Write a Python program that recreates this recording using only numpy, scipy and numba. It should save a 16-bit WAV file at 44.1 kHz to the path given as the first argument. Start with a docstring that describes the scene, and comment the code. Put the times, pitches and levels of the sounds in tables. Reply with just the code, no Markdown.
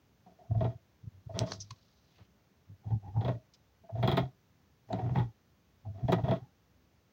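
"""A dog gnaws a hollow bone, close to a phone microphone, on a carpeted floor in a quiet room.
Teeth catch and drag as bursts of random clicks that ring the bone's air column, the jaw and the bone wall.
Shoves make the floor hum low and briefly, with a rough carpet rumble.
Behind that are splinter snaps and wet smacks as noise bursts, a patchy rustle of fur and tongue as dense
crackle, and a faint steady hiss of room tone and microphone noise."""
import sys
import numpy as np
from scipy import signal
from scipy.fft import rfft, irfft
from scipy.io import wavfile
from scipy.ndimage import uniform_filter1d
from numba import njit

SR = 44100
rng = np.random.default_rng(int(sys.argv[2]) if len(sys.argv) > 2 else 0)


def log_audio(samples):
    """Write samples as a 16-bit WAV file to the path given in sys.argv[1]."""
    # one column per channel
    frames = np.atleast_2d(samples).T
    # limit to full scale, then quantise
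    limited = np.clip(frames, -1, 1)
    pcm = np.round(limited * 32767).astype(np.int16)
    wavfile.write(sys.argv[1], SR, pcm)


N = 314268
TIME = np.arange(N) / SR

# teeth catching on the bone: start_s, column_db (air column), wall_db (bone wall)
CATCHES = [(0.26, -47.5, -65), (0.383, -55, -69), (.506, -38, -89), (0.543, -37, -72), (.577, -49, -57),
           (.605, -22, -44), (0.642, -23.5, -44), (1.291, -38.5, -71), (1.41, -28.5, -52),
           (2.903, -38.5, -63.5), (3.075, -53, -64), (3.16, -37.5, -75), (3.207, -32.5, -44.5),
           (3.247, -28, -39.5), (3.278, -19, -38), (3.832, -51.5, -75), (3.888, -40, -86.5),
           (3.947, -36.5, -57.5), (3.978, -46.5, -54.5), (4.025, -20.5, -30), (4.048, -28, -49),
           (4.074, -27.5, -27), (4.086, -25.5, -34.5), (4.115, -30.5, -26.5), (4.17, -17, -24.5),
           (4.901, -31.5, -80.5), (4.924, -25, -45), (4.985, -29, -47), (5.152, -21.5, -40),
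           (5.187, -40, -43.5), (5.849, -43, -84), (6.08, -16, -41.5), (6.12, -15.5, -26.5),
           (6.178, -35.5, -54), (6.239, -27, -45.5), (6.28, -20.5, -43), (6.309, -18.5, -35.5)]
# teeth dragging along the bone: start_s, length_s, column_db, wall_db
DRAGS = [(0.285, 0.024, -68, -71), (0.388, 0.065, -61, -88), (0.604, 0.1, -55, -61.5),
         (1.333, 0.088, -39.5, -49.5), (1.45, 0.077, -56, -49), (2.829, 0.088, -60.5, -71),
         (3.019, 0.049, -53, -78), (3.136, 0.087, -47.5, -97), (3.201, 0.14, -52, -62),
         (3.951, 0.069, -50, -64.5), (4.029, .19, -43.5, -49), (4.882, 0.23, -48.5, -57),
         (5.139, 0.062, -40.5, -45), (5.933, 0.12, -57, -65.5), (6.089, 0.1, -43, -53.5),
         (6.233, 0.12, -50, -49.5), (6.41, 0.02, -66, -71)]
# how the mouth holds the hollow bone: time_s, column_pitch_hz, wall_ring_db (freedom of the wall to ring)
BONE_HOLD = [(0.499, 702.3, -3.5), (1.403, 635, -4), (2.903, 772, 2), (3.2, 816.4, 2.5),
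             (3.301, 604.5, -2.5), (4, 699.5, -1.5), (4.299, 700, -4), (4.9, 712.8, -4),
             (5.13, 715.3, -9.5), (5.189, 839.4, -8.5), (5.798, 700.4, 2), (6.151, 709.8, -6.5),
             (6.251, 700, -6.5), (6.38, 634, -3.5), (6.42, 817, -6)]
# resonances of the bone wall, low to high: centre_hz, width_hz, relative_level_db
WALL_MODES = [(947, 177, 4.5), (1356, 340, -0.5), (1902, 116, 2), (2300, 950, -7.5), (3317, 170, 4.5),
              (3995, 780, -6.5), (5060, 290, -13), (6760, 700, -35), (12530, 11000, -23.5)]
# resonances of the jaw: centre_hz, width_hz, relative_level_db
JAW_MODES = [(175.8, 19, 6), (288.6, 42, -4), (334, 51, -3), (422, 112, -4.5)]
# shoves that set the floor humming: peak_time_s, peak_db, length_ms (scales the rise and fall)
SHOVES = [(0.514, -25, 23.5), (0.572, -27, 61), (0.623, -25.5, 15), (0.659, -28, 61), (0.758, -44.5, 14.5),
          (1.045, -45, 25), (1.076, -36.5, 13.3), (1.166, -52, 60.5), (1.272, -36.5, 13.4),
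          (1.31, -44.5, 28.2), (1.349, -35, 22), (1.42, -28, 36), (1.57, -46, 119), (1.717, -44, 25),
          (2.215, -50.5, 21), (2.709, -45, 47.5), (2.874, -33.5, 26.3), (2.936, -26, 51.4),
          (3.081, -43.5, 117), (3.182, -24.5, 45.5), (3.276, -29, 60), (3.342, -37.5, 48), (3.947, -35, 34),
          (3.998, -32, 47), (4.046, -27, 30), (4.093, -26, 16.4), (4.138, -28.5, 33.6), (4.209, -31, 80),
          (4.951, -36, 87), (5.058, -28, 58.4), (5.121, -27, 34), (5.178, -23.5, 19), (5.215, -27.5, 60),
          (5.279, -44.5, 41), (5.885, -36, 51), (5.959, -42, 55), (6.046, -25.5, 29), (6.099, -28, 31.6),
          (6.172, -31, 58), (6.244, -25, 15.6), (6.305, -26.5, 50), (6.367, -37.5, 27), (6.428, -43, 22)]
# splinters and wet smacks: start_s, level_db (before the fade), centre_hz, width_hz, length_ms
SNAPS = [(1.391, -21, 5070, 4470, 0.79), (1.519, -34, 4480, 1720, 4.3), (1.519, -35, 590, 680, 4),
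         (1.603, -44.5, 5570, 1400, 24.7), (1.706, -48.5, 3890, 4730, 8.6), (1.706, -51, 1053, 95, 10.3),
         (2.183, -66, 329, 684, 45), (3.537, -62.5, 4700, 2890, 18), (4.93, -45.5, 4050, 820, 2.4),
         (4.927, -52, 7270, 804, 6.7), (6.121, -49.5, 7500, 4001, 15)]
# fur and tongue: time_s, level_db (before the patches), centre_hz
RUSTLE = [(1.33, -84, 4950), (1.39, -64, 5180), (1.44, -85, 5000), (1.471, -58.5, 4770),
          (1.531, -52.5, 5300), (1.59, -69.5, 4950), (1.75, -76.5, 4165), (2.05, -81, 4620),
          (2.21, -73.5, 2290), (2.26, -82, 3070)]
# colour of the room tone and microphone noise: frequency_hz, relative_density_db
HISS_COLOUR = [(30, -24.5), (64, 3.5), (184, -2.5), (311, -9.5), (900, -17), (5000, -27), (16000, -22.5)]
# treble response of the phone microphone: frequency_hz, gain_db
MIC_RESPONSE = [(6300, 1.5), (8000, -13), (11000, -14), (13500, -12.5), (15300, -3)]

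CATCH_MS, GENTLE_MS_PER_DB = 7.42, 0.1039  # a catch that barely stirs the wall lasts longer
DRAG_ATTACK_S, DRAG_RELEASE_S = 0.024, 0.022  # time constants
JUDDER_HZ, JUDDER_DB = 29.8, 3  # centre rate and rms depth of the uneven grip and slip
# the floor hums higher under a brief or hard shove, and while the jaws clamp the bone wall
FLOOR_HZ, BRIEF_HZ_MS, HARD_HZ_PER_DB = 118.3, 221.1, 0.5448
CLAMP_DB, CLAMP_HZ_PER_DB = -62, 0.75
HISS_DB = -68  # rms ahead of the microphone
TOP_HZ = 15900  # upper cutoff of the microphone


def gnaw():
    """Catches and drags press grit on the bone, ringing its air column, the jaw and the bone wall."""
    force = catches() + drags()
    column_force, jaw_force, low_wall_force, high_wall_force = force
    grit = unit(grains(2500, 1.96))
    splinters = unit(grains(1200, 2.3))
    s, hz, db = np.transpose(BONE_HOLD)
    column_hz = np.interp(TIME, s, hz)
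    wall_ring = undb(np.interp(TIME, s, db))

    # the slipping partly locks to the air column, whose pitch wavers with the tongue
    waver = 1 + 0.079 * unit(band(band(rng.standard_normal(N), 15, 30), 17.5, 40))
    lock = undb(-27.5) * column_force ** 0.73 * tone(column_hz * waver)  # gentle scrapes lock best
    column = undb(15) * band(band(column_force * grit + lock, column_hz, 100), column_hz, 500)

    jaw = undb(23.5) * band(body(jaw_force * grit, JAW_MODES), 300, 700)
    low_wall = body(low_wall_force * grit, WALL_MODES[:4])
    low_wall = undb(13) * band(band(low_wall, 970, 2670), 1100, 3800)

    # wet fur and lips add a soft wash that outlasts each scrape
    pressure = np.abs(uniform_filter1d(jaw_force, size=4000)) ** 0.47
    wash = undb(-47.5) * pressure * band(rng.standard_normal(N), 5000, 14000)

    high_wall = body(wall_ring * high_wall_force * splinters, WALL_MODES[4:7])
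    high_wall = undb(18) * band(high_wall, 3500, 2600)
    # hard cracks favour the top modes
    top_wall = undb(29.5) * body(high_wall_force ** 1.23 * splinters, WALL_MODES[7:])
    return column + jaw - low_wall + wash + high_wall + top_wall


def catches():
    """Each catch presses quickly and lets go; the force on the upper wall rises fastest."""
    force = np.zeros((4, N))
    t = TIME[:SR // 5]
    for s, column_db, wall_db in CATCHES:
        ms = CATCH_MS - GENTLE_MS_PER_DB * wall_db
        slow = (1 - np.exp(-t / 0.0048)) * np.exp(-(1000 * t / ms) ** 0.99)
        crack = (1 - np.exp(-t / 0.00032)) * np.exp(-(1000 * t / (0.91 * CATCH_MS)) ** 0.81)
        start = int(s * SR)
        shape = np.array([slow, slow, slow, crack])
        force[:, start:start + len(t)] += contact(column_db, wall_db) * shape
    return force


def drags():
    """Each drag holds its force for a while, but grips and slips unevenly."""
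    force = np.zeros((4, N))
    judder = undb(JUDDER_DB * unit(band(rng.standard_normal(N), JUDDER_HZ, 2 * JUDDER_HZ)))
    for s, length, column_db, wall_db in DRAGS:
        near = slice(int(s * SR), int((s + .5) * SR))
        t = np.maximum(TIME[near] - s, 0)
        press = 1 - np.exp(-t / DRAG_ATTACK_S)
        release = np.exp(-np.maximum(t - length, 0) / DRAG_RELEASE_S)
        force[:, near] += contact(column_db, wall_db) * press * release * judder[near]
    return force


def contact(column_db, wall_db):
    """Force on column, jaw, lower and upper wall: the jaw shakes midway, hard bites brighten the wall."""
    jaw_db = 0.54 * column_db + 0.46 * wall_db
    low_wall_db = 0.38 * column_db + 0.76 * wall_db
    return undb([column_db, jaw_db, low_wall_db, 1.279 * wall_db])[:, None]


def floor_hum():
    """One floor resonance swells with each shove and takes its pitch; the carpet adds a rough rumble."""
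    # tiny floors keep the pitch defined (100 Hz) between shoves
    total_power, weighted_hz = np.full(N, 1e-9), np.full(N, 1e-7)
    bite_s, _, wall_db = np.transpose(CATCHES)
    for s, db, ms in SHOVES:
        clamp_db = max(np.interp(s, bite_s, wall_db) - CLAMP_DB, 0)
        hz = FLOOR_HZ + BRIEF_HZ_MS / ms + HARD_HZ_PER_DB * db + CLAMP_HZ_PER_DB * clamp_db
        near = slice(int((s - .2) * SR), int((s + .3) * SR))
        t = TIME[near] - s
        width_ms = ms * np.where(t < 0, .5, .7)  # rises faster than it falls
        power = (undb(db) * np.exp(-(1000 * t / width_ms) ** 2)) ** 2
        total_power[near] += power
        weighted_hz[near] += power * hz
    rumble = unit(band(band(band(rng.standard_normal(N), 64, 92), 110, 140), 110, 140))
    return np.sqrt(total_power) * (tone(weighted_hz / total_power) + undb(-10) * rumble)


def snaps():
    """Splinters and wet smacks: noise bursts with a sudden start, each in its own band."""
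    out = np.zeros(N)
    t = TIME[:SR // 10]
    noises = rng.standard_normal((len(SNAPS), len(t)))
    for (s, db, hz, width, ms), noise in zip(SNAPS, noises):
        burst = unit(band(band(noise, hz, width), hz, 2 * width))
        start = int(s * SR)
        out[start:start + len(t)] += undb(db) * burst * np.exp(-(1000 * t / ms) ** 4)
    return out


def rustle():
    """Fur and tongue: fine dense crackle in a broad band that drifts, in patches."""
    s, db, hz = np.transpose(RUSTLE)
    centre_hz = np.interp(TIME, s, hz)
    crackle = unit(band(band(grains(12000, 0.69), centre_hz, 2450), centre_hz, 5100))
    patches_db = 2.8 * unit(band(rng.standard_normal(N), 24, 28))
    return crackle * undb(np.interp(TIME, s, db, -200, -200) + patches_db)


def hiss():
    """Steady room tone and microphone noise, as coloured random noise."""
    return undb(HISS_DB) * unit(shaped(rng.standard_normal(N), HISS_COLOUR))


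def room_tail(x, t60, wet_db):
    """A short, damped living room: decaying noise that falls 60 dB in t60 seconds, after a 3 ms gap."""
    t = TIME[:SR // 4]
    tail = rng.standard_normal(len(t)) * np.exp(-np.log(1000) * t / t60) * (t > .003)
    return x + undb(wet_db) * signal.fftconvolve(x, tail / np.linalg.norm(tail))[:N]


def undb(db):
    """Decibels to amplitude."""
    return 10 ** (np.asarray(db) / 20)


def unit(x):
    """Scale to an rms of 1."""
    return x / np.sqrt(np.mean(x ** 2))


@njit
def svf(x, hz, width):
    """State-variable band-pass with a moving centre, gain 1 at the centre."""
    y, b, l = np.empty(len(x)), 0., 0.
    for i in range(len(x)):
        g, k = np.tan(np.pi * hz[i] / SR), width / hz[i]
        v = (b + g * (x[i] - l)) / (1 + g * (g + k))
        b, l, y[i] = 2 * v - b, l + 2 * g * v, k * v
    return y


def band(x, hz, width):
    """One resonance; hz may be fixed or a curve. 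The tiny offset avoids slow denormal numbers."""
    return svf(x + 1e-18, hz + np.zeros(len(x)), float(width))


def body(x, modes):
    """Sum of resonances with alternating sign."""
    return sum((-1) ** k * undb(db) * band(x, hz, width) for k, (hz, width, db) in enumerate(modes))


def grains(per_s, scatter_db):
    """Random stick-slip clicks of either sign: most small, a few large."""
    chance, side, size = rng.random((3, N))
    clicks = (chance < per_s / SR) * np.sign(side - .5)
    return clicks * undb(-scatter_db * np.log(1 - size))


def tone(hz):
    """Sine that follows a pitch curve from a random start."""
    return np.sin(2 * np.pi * (np.cumsum(hz) / SR + rng.random()))


def shaped(x, points):
    """Colour by (Hz, dB) points joined on a log axis."""
    hz, db = np.transpose(points)
    bins = np.maximum(np.fft.rfftfreq(N, 1 / SR), 1)
    return irfft(rfft(x) * undb(np.interp(np.log(bins), np.log(hz), db)), N)


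def scene():
    """The gnawing, snaps and rustle ring the room; the floor hum and hiss stay dry."""
    near = room_tail(gnaw(), 0.1, -8.5) + room_tail(snaps() + rustle(), 0.11, -12.5)
    return (near + floor_hum() + hiss())[None]


def record(dry):
    """The phone is weak above the presence range, recovers near the top, thins deep bass and cuts the top."""
    bass_cut = signal.butter(2, 45, "high", fs=SR, output="sos")
    top_cut = signal.ellip(8, .2, 70, TOP_HZ, fs=SR, output="sos")
    thin = signal.sosfilt(bass_cut, shaped(dry, MIC_RESPONSE))
    return signal.sosfilt(top_cut, thin)


dry = scene()
out = record(dry)
log_audio(out)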